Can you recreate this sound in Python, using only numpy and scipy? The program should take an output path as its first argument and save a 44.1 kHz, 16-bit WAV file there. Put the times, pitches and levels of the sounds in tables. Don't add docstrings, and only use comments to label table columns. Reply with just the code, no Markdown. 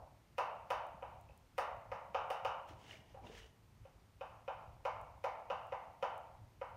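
import sys
import numpy as np
from scipy import signal
from scipy.fft import rfft, irfft
from scipy.io import wavfile
from scipy.ndimage import uniform_filter1d

SR = 44100
rng = np.random.default_rng(int(sys.argv[2]) if len(sys.argv) > 2 else 0)


def transcribe(signal):
    frames = np.atleast_2d(signal).T
    limited = np.clip(frames, -1, 1)
    pcm = np.round(limited * 32767).astype(np.int16)
    wavfile.write(sys.argv[1], SR, pcm)


def gain_from_decibels(decibels):
    exponent = np.asarray(decibels, float) / 20
    return 10 ** exponent


N = 298510

# f/Hz, level/dB
PANEL_KNOCK = [(180, -43.5), (330, -26.5), (440, -17.5), (600, -7), (750, -4.5), (950, -4.5), (1100, -9),
               (1400, -13.5), (1650, -23.5), (2200, -57.5)]


def evened(x):
    return x / np.sqrt(np.mean(x ** 2) + 1e-20)


def read(points, hz):
    f, value = np.transpose(points)
    return np.interp(np.log(hz + 1), np.log(f + 1), value)


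def add(mix, s, sound):
    part = mix[round(s * SR):][:len(sound)]
    part += sound[:len(part)]


def colour(x, points):
    gain = gain_from_decibels(read(points, np.fft.rfftfreq(len(x), 1 / SR)))
    return irfft(rfft(x) * gain, len(x))


def click(points):
    log_gain = np.log(gain_from_decibels(read(points, abs(np.fft.fftfreq(2048, 1 / SR)))))
    pulse = np.fft.ifft(np.exp(np.conj(signal.hilbert(log_gain)))).real[:1024]
    return pulse / abs(pulse).max()


def placed(points, tilt_db, place_db):
    middle = np.exp(np.mean(np.log([hz for hz, _ in points])))
    tilt_db = np.clip(tilt_db, -18, 18)
    return click([(hz, db + shift + tilt_db * np.log2(hz / middle))
                  for (hz, db), shift in zip(points, place_db)])


def ring(hz, t60, rise):
    t = np.arange(6000) / SR
    return gain_from_decibels(-60 * t / t60) * np.sin(2 * np.pi * hz * t) * (1 - np.exp(-t / rise))


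def echoed(x, echoes):
    early = np.zeros(2500)
    early[0] = 1
    for s, db in echoes:
        early[round(s * SR)] = gain_from_decibels(db)
    return signal.oaconvolve(x, early)[:N]


def air():
    # f/Hz, level/dB per Hz
    hiss_spectrum = [(15, -51), (25, -19.5), (72, -5.5), (149, -15), (217, -26.5), (256, -27), (439, -33),
                     (489, -36), (988, -35), (1400, -40), (1840, -42), (2110, -41.5), (3620, -46.5),
                     (11600, -53), (16000, -55)]
    # f/Hz, width/Hz, level/dB
    resonances = [(52.5, 19.4, 0), (75, 42, 1), (106.8, 11.8, 4.5), (139, 65, -9.5)]
    # t/s, level/dB
    draught = [(0, -66.5), (.3, -70.5), (1.4, -66.5), (2.6, -66.5), (3.15, -60), (3.9, -66.5), (4.3, -66),
               (4.95, -61), (5.5, -68.5), (6.1, -69.5), (6.45, -62), (6.77, -67)]
    hiss_db, gust_db, gust_s = -59.5, 3, 0.059
    a, b, c = rng.standard_normal((N, 3)).T
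    span = round(gust_s * SR)
    gusts_db = gust_db * evened(uniform_filter1d(uniform_filter1d(c, span), span))
    hz = np.fft.rfftfreq(N, 1 / SR)
    hiss = gain_from_decibels(hiss_db) * evened(colour(a, hiss_spectrum))
    hiss = irfft(rfft(hiss) * hz ** 4 / (hz ** 4 + 165.0 ** 4), N)
    ducts = sum(gain_from_decibels(db) / (1 + ((hz - f) / (width / 2)) ** 2) for f, width, db in resonances)
    s, db = np.transpose(draught)
    rumble_db = np.interp(np.arange(N) / SR, s, db) + gusts_db
    return hiss + gain_from_decibels(rumble_db) * evened(irfft(rfft(b) * ducts, N))


def tail():
    # f/Hz, t60/s
    walls = [(300, 0.73), (520, 0.74), (800, 0.81), (1400, 0.61), (2500, 0.67), (5500, 0.31), (12000, 0.25)]
    # f/Hz, level/dB
    wet = [(300, -1.5), (540, 9), (800, 9), (1400, 10.5), (2500, 0), (6000, 6.5), (13000, -2)]
    hz, t, z = signal.stft(rng.standard_normal(SR), SR, nperseg=256)
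    decay = gain_from_decibels(-60 * t / read(walls, hz)[:, None])
    late = signal.istft(z * decay, SR, nperseg=256)[1][:SR]
    late *= np.clip(np.arange(SR) / SR / 0.012, 0, 1)
    late = np.roll(late / np.linalg.norm(late), 300)
    return np.roll(colour(late, wet), -300)


def room(x):
    earlier_tap_db = -58
    same, other, drift = tail(), [tail(), tail()], np.linspace(0, 7.5, N)
    out = 1.007 * signal.fftconvolve(x, same)[:N]
    out += 0.76 * signal.fftconvolve(x * np.cos(drift), other[0])[:N]
    out += 0.71 * signal.fftconvolve(x * np.sin(drift), other[1])[:N]
    before = signal.fftconvolve(placed(PANEL_KNOCK, -8.0, np.zeros(10)), same)[round(.25 * SR):]
    before *= gain_from_decibels(-40 * np.arange(len(before)) / SR)
    add(out, 0, gain_from_decibels(earlier_tap_db) * before / np.sqrt(np.mean(before[:2000] ** 2)))
    return out


def gripped(points, ring_hz, upper_db):
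    upper_mode_hz = 3420
    hz = np.geomspace(1000, 4600, 60)
    peak_db = 4.5 * np.exp(-((hz - ring_hz) / 170.0) ** 2)
    return list(zip(hz, read(points, hz) + peak_db + upper_db * (hz > upper_mode_hz)))


def taps():
    # t/s, level/dB, chalk ring f/Hz, grip tilt/dB per octave, fizz level/dB re blow (tip hardness)
    blows = [(0.381, -26, 2700, -5, -26.5), (0.703, -26.5, 1890, 5.5, -24), (1.023, -39, 2360, 9, -76),
             (1.292, -65, 2460, 23, -36), (1.58, -26, 1980, -5.5, -22.5), (1.916, -34, 2030, -9, -36),
             (2.145, -26.5, 2350, 7, -39), (2.302, -30, 2780, 1, -22.5), (2.448, -27, 2850, 4, -28.5),
             (3.143, -53.5, 1700, -4, -83), (3.85, -57.5, 2550, 7, -34), (4.209, -39, 2560, 4, -36),
             (4.478, -34, 2540, 4, -51), (4.851, -29.5, 2220, -3.5, -31), (5.24, -29.5, 2190, -7.5, -29),
             (5.5, -30.5, 2800, 4.5, -36), (5.721, -34.5, 2050, -1, -48), (6.025, -28.5, 1810, 7.5, -33.5),
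             (6.613, -37, 2080, -4, -57)]
    # f/Hz, t60/s
    lowest_mode = (538.6, 0.043)
    # f/Hz, level/dB
    stick = [(1100, -43), (1600, -4.5), (2000, -2.5), (2400, 2.5), (3050, -1.5), (3300, -16.5),
             (3700, -9.5), (4500, -61.5)]
    # f/Hz, level/dB
    edge_spectrum = [(2500, -70), (3500, 2), (4300, 6), (5600, 8), (7000, -2), (8500, -21.5)]
    # f/Hz, level/dB
    fizz_spectrum = [(5500, -48), (7600, 3.5), (9500, 7.5), (10600, 3), (14000, -3.5), (16000, -7.5)]
    firm_db, hard_db = -30, -35
    boom_db, boom_db_per_s, boom_per_soft_db = 2, 0.84, 0.384
    knock_db, knock_per_soft_db, knock_per_fizz_db = -10.5, 0.1173, 0.0573
    edge_db, edge_per_fizz_db, upper_per_fizz_db = -24, 0.29, 0.19
    panel_tilt_db, panel_tilt_db_per_s, fizz_tilt_db = -0.24, 0.22, 11
    spot_spread_db = 1.8
    boom, panel, chalk = np.zeros((3, N))
    place, dust = rng.standard_normal((len(blows), 10)), rng.standard_normal((len(blows), 600))
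    for (s, db, ring_hz, grip_db, fizz_db), p, d in zip(blows, place, dust):
        soft_db, extra_fizz_db = firm_db - db, fizz_db - hard_db
        low_db = db + boom_db + boom_db_per_s * s + boom_per_soft_db * soft_db
        add(boom, s + 0.0012, gain_from_decibels(low_db) * ring(*lowest_mode, 0.0038))
        tilt_db = panel_tilt_db + panel_tilt_db_per_s * (s - 3)
        add(panel, s + 0.001208, gain_from_decibels(db - 6.0) * placed(PANEL_KNOCK, tilt_db, spot_spread_db * p))
        stick_db = knock_db + knock_per_soft_db * soft_db + knock_per_fizz_db * extra_fizz_db
        held = gripped(stick, ring_hz, upper_per_fizz_db * extra_fizz_db)
        knock = gain_from_decibels(stick_db) * placed(held, grip_db, np.repeat(p, 6))
        knock += gain_from_decibels(edge_db + edge_per_fizz_db * extra_fizz_db) * click(edge_spectrum)
        knock += gain_from_decibels(fizz_db + 6.5) * placed(fizz_spectrum, fizz_tilt_db, p)
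        add(chalk, s + 0.000771, gain_from_decibels(db) * knock)
        brush = d * gain_from_decibels(np.linspace(-60, -38, 600))
        add(chalk, s - 600 / SR, gain_from_decibels(db) * signal.oaconvolve(brush, knock))
    boom = signal.sosfilt(signal.butter(4, 420, "high", fs=SR, output="sos"), boom)
    return boom, panel, chalk


def lifts():
    # t/s, level/dB
    releases = [(0.8676, -61), (1.2114, -60.5), (1.3768, -60), (2.6873, -62), (3.2394, -78), (3.2685, -77),
                (3.338, -68), (5.014, -59), (5.669, -62), (5.9249, -83), (6.0646, -79), (6.1789, -56)]
    crumble_t60_s = 0.0082
    out, t = np.zeros(N), np.arange(300) / SR
    tick = click([(4000, -44), (7000, -8), (9000, -6), (14000, -9), (16000, -18.5)])
    for (s, db), d in zip(releases, rng.standard_normal((len(releases), 300))):
        crumbs = d ** 3 * gain_from_decibels(-60 * t / crumble_t60_s)
        add(out, s, gain_from_decibels(db + 4.5) * np.convolve(tick, crumbs / np.linalg.norm(crumbs)))
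    return out


def grit():
    # t/s, level/dB, f/Hz
    stones = [(1.29, -62, 2560), (1.297, -62.5, 827), (1.308, -63.5, 2630), (2.709, -53, 308),
              (2.9098, -44.5, 2880), (2.911, -53, 1880), (2.93, -52, 2170), (2.94, -57, 630),
              (2.955, -54, 2350), (3.174, -48, 793), (3.239, -63, 2360), (3.245, -53.5, 974),
              (3.269, -54, 2800), (3.27, -57, 3650), (3.298, -48.5, 441), (3.35, -60, 1970),
              (3.4, -57, 1900), (3.432, -56, 2930)]
    # t/s, level/dB
    thuds = [
        (0.944, -57),
        (1.95, -63),
        (2.099, -60),
        (5.52, -59),
        (6.03, -57),
    ]
    # f/Hz, t60/s
    floor_mode = (182.5, 0.087)
    t60_s, t60_slope = 0.036, 0.52
    out = np.zeros(N)
    for s, db, hz in stones:
        add(out, s, gain_from_decibels(db + 2.5) * ring(hz, t60_s * (1000 / hz) ** t60_slope, 0.00012))
    for s, db in thuds:
        add(out, s, gain_from_decibels(db + 3.5) * ring(*floor_mode, 0.00023))
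    return out


def shoes():
    # fastest t/s, speed-up t/s, slow-down t/s, hiss level/dB, drag level/dB
    slides = [
        (2.696, 0.022, 0.042, -61.5, -69),
        (2.922, 0.13, 0.083, -60, -64.5),
        (3.11, 0.12, 0.084, -73.5, -70.5),
        (3.268, 0.035, 0.079, -65.5, -58.5),
        (3.382, 0.11, 0.092, -59.5, -68.5),
    ]
    # f/Hz, level/dB per Hz
    sole = [(710, -49), (1200, -12), (1880, -9), (2510, -10.5), (2950, -6), (3350, -11.5), (4110, -18),
            (6040, -17.5), (7650, -23.5), (15500, -38)]
    # f/Hz, level/dB per Hz
    drag_spectrum = [(130, -3), (200, 1.5), (300, -1.5), (500, 0), (1000, -3), (1400, -46)]
    hiss_range_db, drag_range_db = 12.5, 6
    drag_lead_s = 0.0096
    grains_per_s, grain_db, grain_spread_db = 270, -9, 1.5
    t = np.arange(N) / SR
    a, b, c = rng.standard_normal((N, 3)).T
    grain = gain_from_decibels(0.65 * evened(uniform_filter1d(c, 90)))
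    caught = rng.random(N) < grains_per_s / SR
    specks = caught * gain_from_decibels(grain_db + grain_spread_db * np.minimum(rng.exponential(1, N), 3))
    grain = grain * (1 + signal.lfilter([1], [1, -.985], specks))
    hiss, drag = np.zeros((2, N))
    for s, rise, fall, hiss_db, drag_db in slides:
        for power, db, range_db, late in ((hiss, hiss_db, hiss_range_db, t - s),
                                          (drag, drag_db, drag_range_db, t - s + drag_lead_s)):
            slack = np.maximum(-late / rise, late / fall)
            add(power, 0, gain_from_decibels(db - range_db * slack * np.maximum(slack, 1)) ** 2)
    hiss_noise = evened(colour(a * grain, [(700, -69)] + sole))
    drag_noise = evened(colour(b * grain, [(80, -84)] + drag_spectrum + [(2500, -71)]))
    return np.sqrt(hiss) * hiss_noise + np.sqrt(drag) * drag_noise


def scene():
    # delay t/s, level/dB
    echoes = [(.0042, 3), (.008, 4), (0.0123, -24), (.0145, 2.5), (.019, -9.5), (0.026, -2.5)]
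    # delay t/s, level/dB
    returns = [(.0032, 1), (.0052, 2), (.009, -15.5), (0.0149, -3)]
    # f/Hz, level/dB
    return_colour = [(1500, -2.5), (3200, 0), (4500, -2), (12000, -4)]
    (boom, panel, chalk), stones = taps(), grit()
    wet = room(gain_from_decibels(-25) * boom + panel + chalk + gain_from_decibels(-14) * stones)
    rebounds = colour(echoed(chalk, returns) - chalk, return_colour)
    near = boom + echoed(panel, echoes) + chalk + rebounds + stones
    return (near + wet + lifts() + shoes() + air())[None]


def top_cut(x):
    return signal.sosfilt(signal.butter(12, 16330, fs=SR, output="sos"), x)


def record(dry):
    # f/Hz, level/dB
    microphone = [(7000, 0.5), (7600, -2.5), (8300, 0), (9800, 0), (10450, -5.5), (11100, -0.5)]
    edge_hz, top_hz = 15800, 15100
    top_opens_db = 1.2
    heard = colour(dry[0], microphone)[None]
    full, dull, low = (signal.oaconvolve(heard, signal.firwin(767, hz, fs=SR)[None], "same")
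                       for hz in (edge_hz, top_hz, 8000))
    treble_db = 10 * np.log10(abs(uniform_filter1d((dull - low) ** 2, 2048)) + 1e-14)
    lively = treble_db > np.median(treble_db) + top_opens_db
    opened = uniform_filter1d(1. * lively, 600)
    return top_cut(dull + opened * (full - dull))


dry = scene()
out = record(dry)
transcribe(out)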